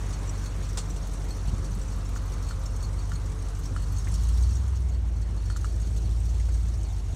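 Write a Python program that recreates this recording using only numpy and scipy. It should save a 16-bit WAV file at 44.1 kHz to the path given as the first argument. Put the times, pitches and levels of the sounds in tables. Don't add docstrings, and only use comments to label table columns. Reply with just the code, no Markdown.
import sys
import numpy as np
from scipy import signal
from scipy.io import wavfile
from scipy.ndimage import uniform_filter1d

SR = 44100
rng = np.random.default_rng(int(sys.argv[2]) if len(sys.argv) > 2 else 0)


def invert_db(x):
    u = np.asarray(x, float) / 20
    return 10 ** u


def wrap_up_sound(samples):
    columns = np.atleast_2d(samples).T
    tamed = np.clip(columns, -1, 1)
    steps = np.round(tamed * 32767).astype(np.int16)
    wavfile.write(sys.argv[1], SR, steps)


N = 315315
T = np.arange(N) / SR


def evened(x):
    return x / np.sqrt(np.mean(x ** 2) + 1e-20)


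def curve(rows):
    times, values = np.transpose(rows)
    return np.interp(T, times, values)


def step(s, width):
    return .5 + .5 * np.tanh((T - s) / width)


def swell(s, half_s):
    return np.exp(-((T - s) / half_s) ** 2)


def drift(rate):
    coarse = T[::64]
    rates = np.geomspace(rate / 10, rate, num=16)
    return evened(sum(np.sin(2 * np.pi * (f * coarse + rng.random())) for f in rates))


def slow(rate):
    return np.interp(T, T[::64], drift(rate))


def noise(points, patchy_db, size=1024):
    hz = np.fft.rfftfreq(size, 1 / SR)
    real, imaginary, patches = rng.standard_normal((4 * N // size + 5, len(hz), 3)).T
    patches = uniform_filter1d(patches, size=8, axis=0)
    patches = evened(uniform_filter1d(patches, size=8, axis=1))
    point_hz, point_db = np.transpose(points)
    colour_db = np.interp(np.log(hz + 1), np.log(point_hz + 1), point_db)
    spectra = (real + 1j * imaginary) * invert_db(colour_db[:, None] + patchy_db * patches)
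    return evened(signal.istft(spectra, nperseg=size, noverlap=size * 3 // 4)[1][:N])


def resonate(x, hz, width):
    radius = np.exp(-np.pi * width / SR)
    turn = np.exp(2j * np.pi * hz / SR)
    return 2 * signal.lfilter([1 - radius], [1, -radius * turn], x).real


def resonant_noise(count, hz, width):
    return evened(resonate(resonate(rng.standard_normal(count), hz, width), hz, width))


def pulse(count, rise_s, fall_s):
    t = T[:count]
    return np.exp(-t / fall_s) * (1 - np.exp(-t / rise_s))


def ring(hz, t60, rise):
    t = T[:int(t60 * SR)]
    return np.sin(2 * np.pi * hz * t) * invert_db(-60 * t / t60) * (1 - np.exp(-t / rise))


def add(mix, s, sound):
    part = mix[round(s * SR):][:len(sound)]
    part += sound[:len(part)]


def rattle(hz, t60, spread):
    out = np.zeros(int(t60 * SR) + 400)
    for detune, late, size in rng.random((4, 3)):
        mode = ring(hz * (1 + spread * (detune - .5)), t60, 0.00025)
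        add(out, 0.0088 * late ** 2, (0.25 + 0.24 * size) * mode)
    return out


def open_sky():
    return np.exp(-T / 2.5)


# time in seconds, crank speed in rpm.
CRANK_SPEED = [(0.0, 730.3), (0.78, 715.5), (1.0, 689.9), (1.26, 709.0), (2.1, 705.2), (2.2, 726.9),
               (2.56, 703.1), (3.18, 740.8), (3.58, 702.1), (3.97, 745.0), (4.07, 766.3), (4.65, 983.5),
               (5.21, 817.5), (5.49, 779.1), (5.71, 805.5), (6.49, 844.5), (6.75, 826.7), (7.15, 712.1)]


def crank():
    return uniform_filter1d(curve(CRANK_SPEED), round(.12 * SR), mode="nearest")


def cycles():
    first_turn = .027
    return first_turn + np.cumsum(crank()) / 120 / SR


def closings(share):
    return np.flatnonzero(np.diff(np.floor(cycles() - share)))


# time in seconds, level of the firing tone in dB.
LOAD = [(0, -31.5), (1.1, -31), (1.45, -30.5), (1.65, -30.5), (2.9, -30), (3.62, -31.5), (3.8, -29),
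        (4.05, -28), (4.42, -21.5), (4.62, -27), (5.0, -26), (5.3, -29.5), (6.0, -27), (6.52, -24.5),
        (6.9, -30), (7.15, -30.5)]


def load_db():
    return curve(LOAD)


def effort_db():
    return load_db() + 30


BANKS = [1, -1, -1, 1, -1, 1, 1, -1]
# frequency in Hz, phase in radians.
PATH_TOGETHER = [(60, .1), (96, -2.8), (110, -5.2), (143, -10.2), (165, -13.8), (300, -30)]
# frequency in Hz, phase in radians.
PATH_APART = [(30, 4), (53, .7), (65, -1.6), (76, -3.5), (89, -4.1), (101, -5.5), (115, -7.5), (300, -30)]


def harmonic(multiple, db, wander_db, cut=((0, 0), (1, 0))):
    k = int(multiple)
    hz = k * crank()[::64] / 120
    if k % 2:
        lead = np.angle(np.fft.fft(BANKS))[k % 8]
        path = PATH_APART
    else:
        lead = 2 * np.pi * rng.random() * (k % 8 > 0)
        path = PATH_TOGETHER
    lead = lead + np.interp(hz, *np.transpose(path))
    gain = invert_db(db + np.interp(hz, *np.transpose(cut)) + wander_db * drift(12))
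    wave = np.cos(2 * np.pi * k * cycles() + np.interp(T, T[::64], lead))
    return np.sqrt(2) * np.interp(T, T[::64], gain) * wave


# multiple of the cycle rate, level in dB.
FIRING = [(8, 1.02)]
# multiple of the cycle rate, level in dB.
OCTAVE = [(16, 0.34)]
# frequency in Hz, gain in dB.
BOOM = [(92, -17), (95, -8), (98, -6), (103, -12), (107, -18.5), (110, -11), (114, -32), (120, -34)]
# multiple of the cycle rate, level in dB.
BURBLE = [(5, -8), (7, -25), (9, -8), (10, -7.5), (11, 2), (12, -8.5), (13, 1)]
# multiple of the cycle rate, level in dB.
UPPER_BURBLE = [(14, -24), (15, -3.5), (17, -7)]
# frequency in Hz, gain in dB.
CABIN_CUT = [(90, 1.5), (98, 7), (103, 0), (109, -35), (119, -9.5)]
# multiple of the cycle rate, level in dB.
STEADY = [(6, -44.5), (19, -52), (21, -58.5), (23, -58.5), (24, -47.5), (27, -58), (29, -50), (32, -58.5),
          (48, -54)]
# frequency in Hz, gain in dB.
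PIPE_CUT = [(150, -0.1), (165, -4.5), (190, -13.5), (230, -9.5)]


def exhaust():
    wander_db = 0.75
    steady = sum(harmonic(k, db, 3.0, PIPE_CUT) for k, db in STEADY)
    firing = sum(harmonic(k, db, 0.38) for k, db in FIRING)
    firing += sum(harmonic(k, db, wander_db, BOOM) for k, db in OCTAVE)
    burble = sum(harmonic(k, db, wander_db) for k, db in BURBLE)
    burble += sum(harmonic(k, db, wander_db, CABIN_CUT) for k, db in UPPER_BURBLE)
    burble_db = -40 + 0.82 * effort_db() - 6 * open_sky()
    return steady + invert_db(load_db()) * firing + invert_db(burble_db) * burble


# centre in seconds, half length in seconds, rise in dB.
GUSTS = [
    (.1, 0.096, 2),
    (0.76, 0.26, 4.5),
    (1.616, 0.22, 6),
    (3.7, 0.062, 7),
    (5.878, 0.55, 9.5),
]


def gust_db():
    return sum(db * swell(s, half_s) for s, half_s, db in GUSTS)


# frequency in Hz, density in dB per Hz.
ROAR = [(120, -5.5), (200, -1), (343, -4.5), (430, -7), (487, -7.5), (532, -13.5), (610, -8.5),
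        (1060, -13.5), (2280, -20.5), (4000, -29.5), (5200, -45), (8800, -120)]
# frequency in Hz, density in dB per Hz.
PUFF = [(120, -11), (200, -7.5), (350, -7.5), (550, -16), (900, -59), (2000, -90)]


def roar():
    throb = 1 + 0.013 * np.cos(2 * np.pi * (cycles() - .7))
    roar_db = -49 + 4.5 * open_sky() - 0.17 * effort_db() + 0.25 * slow(8.1)
    wide = invert_db(roar_db) * throb * noise(ROAR, 1.85)
    return wide + invert_db(-62 + 1.14 * gust_db()) * noise(PUFF, 0.95)


# frequency in Hz, density in dB per Hz.
RUMBLE = [(20, -42), (33, -42), (50, -4.5), (105, -3), (125, -17.5), (170, -6), (230, -17.5), (330, -21.5),
          (700, -85)]


def rumble():
    latched_db = -11.5 * step(5.27, 0.23)
    return invert_db(-44 + 0.56 * effort_db() + latched_db + gust_db()) * noise(RUMBLE, 1.7, size=4096)


# frequency in Hz, wavering in Hz, level in dB.
PUMP_LINES = [(283, 8, -64), (442.4, 19.7, -61.5), (532, 7.9, -63.5)]
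# centre in seconds, half length in seconds, rise in dB.
WHIRR_SWELL = (2.28, 0.46, 3.2)


def pump():
    hum = np.zeros(N)
    for hz, waver, db in PUMP_LINES:
        tone = np.sin(2 * np.pi * np.cumsum(hz + .3 * waver * slow(8)) / SR)
        blur = evened(resonate(rng.standard_normal(N), hz, waver))
        hum += invert_db(db + 3.0 + 1.2 * slow(5)) * (1.13 * tone + 0.61 * blur)
    hum *= invert_db(-10.5 * step(4, .15))
    middle_s, half_s, swell_db = WHIRR_SWELL
    whirr_db = -55.5 + swell_db * swell(middle_s, half_s) - 25 * step(4.76, 0.034)
    return hum + invert_db(whirr_db) * resonant_noise(N, 1060, 690)


def sky():
    return invert_db(-57) * swell(0, 0.81) * resonant_noise(N, 1800, 1200)


# centre in Hz, spread in Hz, level in dB.
PING_BANDS = [(4420, 130, -6.5), (5750, 480, -1), (6500, 480, 0.5), (8000, 900, -4.5), (3000, 1600, -7),
              (9400, 900, -5.5)]


def pings():
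    out = np.zeros(N)
    for when, pick, detune, size, long in rng.random((round(130 * N / SR), 5)):
        hz, spread, db = PING_BANDS[int(pick * len(PING_BANDS))]
        squeak = ring(hz + spread * (detune - .5), .05 * (.5 + long), 0.0026)
        add(out, when * N / SR, invert_db(db - 3.0 * np.log(size + .02)) * squeak)
    return evened(out)


# time in seconds, valve gear level in dB.
FACING = [(0, -51), (.7, -51.5), (3.1, -53.5), (3.7, -53.5), (4.22, -49.5), (4.45, -50), (4.7, -56),
          (5.05, -60), (5.67, -53.5), (6.55, -53.5), (7.15, -56)]


def facing_db():
    return curve(FACING)


# share of the cycle, puff level in dB, edge level in dB.
VALVES = [
    (.04, -9, -16),
    (.165, -2, -8),
    (.29, -7, -14),
    (.415, 0, 1),
    (.54, -8, -14),
    (.665, 0, -9),
    (.79, 4, 4),
    (.88, -2, -12),
]
# frequency in Hz, density in dB per Hz.
GEAR = [(1200, -1), (2000, -6.5), (2500, -7), (3900, 0.5), (4380, -1.5), (4900, -2.5), (5700, 2),
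        (6500, 1.5), (7000, -0.5), (8600, -1), (10500, -10.5), (12500, -14.5), (15600, -22), (19000, -50)]
# frequency in Hz, density in dB per Hz.
CLATTER = [(3000, -26), (5000, -42), (8000, 10), (10500, -4.5), (13000, -31), (15500, -26), (19000, -46)]
# frequency in Hz, width in Hz, level in dB.
COVER = [(2875, 140, -18), (4390, 42, -13.5), (5720, 510, -9.5), (6480, 690, -7.5), (7800, 140, -25),
         (8500, 170, -21.5)]


def valve_gear():
    kicks, edges = np.zeros(N), np.zeros(N)
    for share, db, edge_db in VALVES:
        at = closings(share)
        force_db = 2.2 * rng.standard_normal(len(at))
        kicks[at] = invert_db(db + force_db)
        edges[at] = invert_db(edge_db + 0.29 * force_db)
    gate = 0.63 + 1.08 * signal.oaconvolve(kicks, pulse(2500, 0.0075, 0.007))[:N]
    edge = signal.oaconvolve(edges, pulse(1200, 0.0011, 0.0064))[:N]
    out = evened(gate * noise(GEAR, 2.12, size=256))
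    out += invert_db(-13) * evened(edge * noise(CLATTER, 4.0, size=256))
    for hz, width, db in COVER:
        drive = gate ** 2 * invert_db(5.5 * slow(25)) * rng.standard_normal(N)
        out += invert_db(db) * evened(resonate(drive, hz, width))
    return invert_db(facing_db() - .7) * (out + invert_db(-8.0) * gate * pings())


# share of the cycle, level in dB.
BRIGHT = [
    (.165, -6),
    (.41, 0),
    (.665, -5),
    (.79, -4),
]
# start in seconds, peak level in dB.
SPARKS = [(0.4569, -59), (0.7277, -53), (0.7721, -44), (0.8959, -52), (1.0046, -55), (1.068, -47),
          (1.1124, -53), (1.2401, -52), (1.286, -48), (1.3039, -53), (1.3678, -53), (1.4721, -54),
          (1.708, -56), (1.7474, -48), (1.9594, -49), (2.0448, -56), (2.0882, -49), (2.2159, -55),
          (2.2533, -50), (2.2967, -54), (2.3171, -53), (2.4219, -54), (2.4872, -53), (2.592, -54),
          (2.6334, -55), (2.6554, -52), (2.7611, -51), (2.8245, -52), (3.0904, -52), (3.1318, -54),
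          (3.5877, -46), (3.6331, -52), (3.8187, -49), (3.9205, -44), (3.9823, -51), (4.0821, -47),
          (4.138, -47), (4.2078, -53), (4.2303, -51), (4.2857, -49), (4.347, -54), (4.372, -53),
          (5.5662, -52), (6.2557, -54), (6.9247, -58)]


def bright_ticks():
    hits, sparks = np.zeros(N), np.zeros(N)
    for share, db in BRIGHT:
        at = closings(share)
        hits[at] = invert_db(db + 1.5 * rng.standard_normal(len(at)))
    for s, db in SPARKS:
        add(sparks, s, invert_db(db - 8.5) * pulse(1500, .003, .012))
    band = signal.butter(4, [10500, 15000], "band", fs=SR, output="sos")
    thin = evened(signal.sosfilt(band, resonate(rng.standard_normal(N), 10500, 5000)))
    gate = signal.oaconvolve(hits, np.exp(-T[:1200] / .007))[:N]
    return invert_db(-27.5 + facing_db()) * evened(gate * thin) + sparks * thin


# start in seconds, peak level in dB, frequency in Hz.
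TAPPETS = [(0.1326, -26.5, 5870), (0.2743, -26, 5800), (0.2927, -19.5, 5750), (0.4564, -36, 6550),
           (0.9031, -21.5, 5900), (1.1331, -27, 8270), (1.3047, -27, 6250), (1.6449, -31, 5800),
           (1.8135, -25, 5780), (1.8819, -27, 6070), (2.055, -27, 5360), (2.6571, -23.5, 5500),
           (2.7624, -30, 6320), (2.8257, -26, 6600), (3.1515, -27, 6700), (3.9826, -24, 6480),
           (4.0435, -26, 6480), (4.0814, -33, 5880), (4.1163, -27, 7350), (4.1387, -21.5, 5500),
           (4.2335, -27, 6400), (4.2849, -30, 6550), (4.4231, -25, 6370), (4.4343, -27, 4600),
           (4.5304, -25, 6490), (4.5523, -23.5, 5720), (5.4996, -42, 5830), (5.5665, -34, 7300),
           (5.8, -31, 6600), (6.5433, -29, 6500), (6.8321, -33, 6500)]
# start in seconds, peak level in dB, frequency in Hz.
SOFT_TAPPETS = [(0.0273, -44, 6420), (0.0623, -47, 6530), (0.5616, -42, 5900), (0.6265, -41, 6700),
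                (0.6898, -41, 6190), (0.7302, -41, 5670), (0.9682, -43, 5950), (1.0291, -40, 6420),
                (1.1109, -43, 6520), (1.1992, -47, 6470), (1.3673, -41, 6010), (1.4775, -45, 6600),
                (1.7105, -38, 6010), (2.3211, -37, 5850), (2.4743, -43, 6500), (2.4894, -43, 5420),
                (2.9891, -44, 6620), (3.2969, -46, 6410), (3.3877, -38, 6470), (3.6326, -42, 5490),
                (3.6526, -38, 5560), (3.7988, -44, 6400), (3.8816, -45, 5850), (4.2712, -37, 6410),
                (4.3725, -41, 6640), (4.4074, -37, 6650), (5.8182, -37, 6500), (6.2317, -43, 5790),
                (6.4004, -38, 6450), (6.5181, -46, 6400), (6.6887, -44, 6670)]
# start in seconds, peak level in dB, frequency in Hz.
HIGH_TAPPETS = [(0.8992, -43, 7240), (0.9356, -44, 7430), (0.9631, -43, 8250), (1.0688, -43, 7820),
                (1.1362, -41, 8400), (1.3038, -42, 7660), (1.4744, -43, 7670), (1.5807, -46, 7370),
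                (1.7867, -38, 8700), (1.8106, -41, 7990), (2.1524, -46, 8000), (2.4861, -39, 8030),
                (2.529, -46, 8020), (2.6303, -43, 8600), (2.6577, -43, 8020), (2.761, -46, 7730),
                (2.8253, -41, 8340), (3.0947, -44, 7920), (3.1531, -43, 8450), (3.2963, -44, 8000),
                (3.4195, -41, 8260), (3.7622, -43, 8250), (3.9223, -44, 7640), (3.9578, -46, 7300),
                (3.9822, -40, 7650), (4.0815, -40, 8280), (4.1147, -38, 7520), (4.1389, -34, 8420),
                (4.1788, -45, 8230), (4.2845, -41, 7460), (4.3718, -44, 8370), (4.4237, -43, 7590),
                (5.2174, -47, 8320), (5.4963, -44, 8030), (5.5666, -35, 7300), (5.6439, -43, 7540),
                (5.9672, -39, 7800), (6.2012, -39, 8100), (6.5419, -48, 7840), (6.8332, -46, 8010)]


def tappets():
    out = np.zeros(N)
    for s, db, hz in TAPPETS:
        add(out, s, invert_db(db - 13.0) * rattle(hz, 0.041, 0.042))
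        add(out, s, invert_db(db - 17.0) * rattle(1.3 * hz, 0.05, 0.12))
    for s, db, hz in SOFT_TAPPETS:
        add(out, s, invert_db(db - 2.0) * rattle(hz, 0.045, 0.045))
    for s, db, hz in HIGH_TAPPETS:
        add(out, s, invert_db(db - 2.0) * rattle(hz, 0.03, 0.036))
    return out


# start in seconds, peak level in dB.
SOFT_SHIELD = [(0.0687, -51), (0.4304, -50), (0.5836, -57), (0.6335, -50), (1.041, -53), (1.28, -53),
               (1.4795, -47), (1.6212, -53), (2.1635, -51), (2.2593, -54), (2.9637, -54), (3.3019, -57),
               (3.483, -56), (3.8003, -53), (3.8282, -47), (4.1305, -46), (4.2477, -50), (4.4897, -47),
               (4.9147, -52), (4.9442, -47), (5.5608, -52), (5.649, -45), (5.7394, -54), (5.9559, -56),
               (6.118, -54), (6.559, -52), (6.9631, -55)]
# start in seconds, peak level in dB.
SHIELD = [(0.1286, -41), (0.46, -41), (0.789, -43), (1.308, -36), (1.377, -46), (1.6506, -45), (2.324, -47),
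          (2.466, -48), (2.488, -35.5), (2.803, -44), (2.826, -38), (2.981, -41.5), (3.135, -41),
          (3.1692, -52), (3.7643, -47), (3.97, -46), (4.4343, -44), (5.2235, -46.5), (5.3727, -46),
          (5.4999, -40), (5.5238, -45), (5.678, -47), (5.8257, -45), (6.0506, -47), (6.8488, -46)]


def shield():
    out = np.zeros(N)
    hz, t60 = 4410, 0.094
    for s, db in SOFT_SHIELD:
        add(out, s, invert_db(db - 0.5) * rattle(4400, 0.09, 0.05))
    for s, db in SHIELD:
        add(out, s, invert_db(db - 2.0) * rattle(hz, t60, 0.065))
        add(out, s + .018, invert_db(db - 7.5) * rattle(.995 * hz, t60, 0.05))
    return out


# frequency in Hz, density in dB per Hz.
SNAP_COLOUR = [(250, -6), (500, -5), (1200, -6), (2400, -18.5), (3700, -7.5), (5200, -8.5), (7500, -4),
               (9300, -9), (10500, -29.5), (15700, -33), (19000, -55)]
# start in seconds, peak level in dB.
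SNAP = [
    (0.773, -23),
]


def latch_snap():
    out, grit = np.zeros(N), noise(SNAP_COLOUR, .8, size=256)
    shake = np.minimum(0.98 * np.exp(-(T[:5000] - .011) / 0.016), 1)
    for s, db in SNAP:
        add(out, s, invert_db(db - 9.0) * shake * grit[:5000])
    return out


# start in seconds, peak level in dB, frequency in Hz.
BUMPS = [(1.481, -15.5, 56.3), (1.531, -13.5, 93), (1.549, -24, 118), (1.636, -24, 129), (1.724, -24, 107),
         (1.742, -25, 120), (1.777, -18.5, 167), (3.688, -27, 120), (3.721, -18, 105), (6.052, -29, 100),
         (7.132, -24, 110)]


def bumps():
    out = np.zeros(N)
    for s, db, hz in BUMPS:
        add(out, s, invert_db(db + 6) * ring(hz, 3.4 / hz, 0.0046))
        add(out, s, invert_db(db - 5.0) * ring(2.27 * hz, 3.4 / hz, 0.0026))
    return out


# start in seconds, peak level in dB, frequency in Hz, treble level in dB.
KNOCKS = [
    (2.161, -33, 1450, -25),
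    (2.5096, -32, 1410, -16),
    (3.1183, -30.5, 1410, -17),
    (3.7635, -28, 1353, -21),
    (4.734, -40, 990, -25),
    (5.5007, -32.5, 1410, -14.5),
    (5.562, -34, 1380, -12),
    (5.6448, -29, 1320, -20),
]


def linkage_knocks():
    out, grit = np.zeros(N), noise(SNAP_COLOUR, .8, size=256)
    for s, db, hz, treble_db in KNOCKS:
        for factor, part_db, t60 in [(1, 12, 0.0092), (1.2, -1, 0.013), (2.2, -14, 0.027)]:
            knock = invert_db(db + part_db) * ring(factor * hz, t60, 0.0013)
            add(out, s, knock)
            add(out, s + 0.0082, -.25 * knock)
            add(out, s + .012, .27 * knock)
        contact = grit[round(s * SR):][:1500] * np.exp(-T[:1500] / 0.012)
        add(out, s, invert_db(db + treble_db + 2) * contact)
    return out


# start in seconds, peak level in dB, frequency
# in Hz, width in Hz.
SCUFFS = [
    (4.071, -36, 2020, 750),
    (5.567, -54, 13000, 3500),
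    (5.567, -39, 6860, 3000),
    (6.488, -44, 1200, 1400),
    (6.4, -46.5, 2100, 450),
    (6.9, -45, 3600, 360),
]


def cloth_scuffs():
    out = np.zeros(N)
    for s, db, hz, width in SCUFFS:
        add(out, s, invert_db(db - 3) * resonant_noise(1500, hz, width) * np.exp(-T[:1500] / .008))
    return out


# start in seconds, level in dB, frequency in Hz, decay by 60 dB in seconds.
TAP = (6.4872, -30, 600, .006)


def tap():
    out = np.zeros(N)
    s, db, hz, t60 = TAP
    add(out, s, invert_db(db) * ring(hz, t60, .0002))
    return out


def scene():
    engine = exhaust() + roar() + rumble() + valve_gear() + bright_ticks() + tappets() + shield()
    roof = pump() + sky() + latch_snap() + linkage_knocks() + cloth_scuffs() + tap()
    return (engine + roof + bumps())[None]


def low_pass(x):
    return signal.sosfilt(signal.butter(12, 15720, fs=SR, output="sos"), x)


def record(dry):
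    high_pass = signal.butter(5, 38, "high", fs=SR, output="sos")
    mix = signal.sosfiltfilt(high_pass, dry)
    return low_pass(mix)


dry = scene()
out = record(dry)
wrap_up_sound(out)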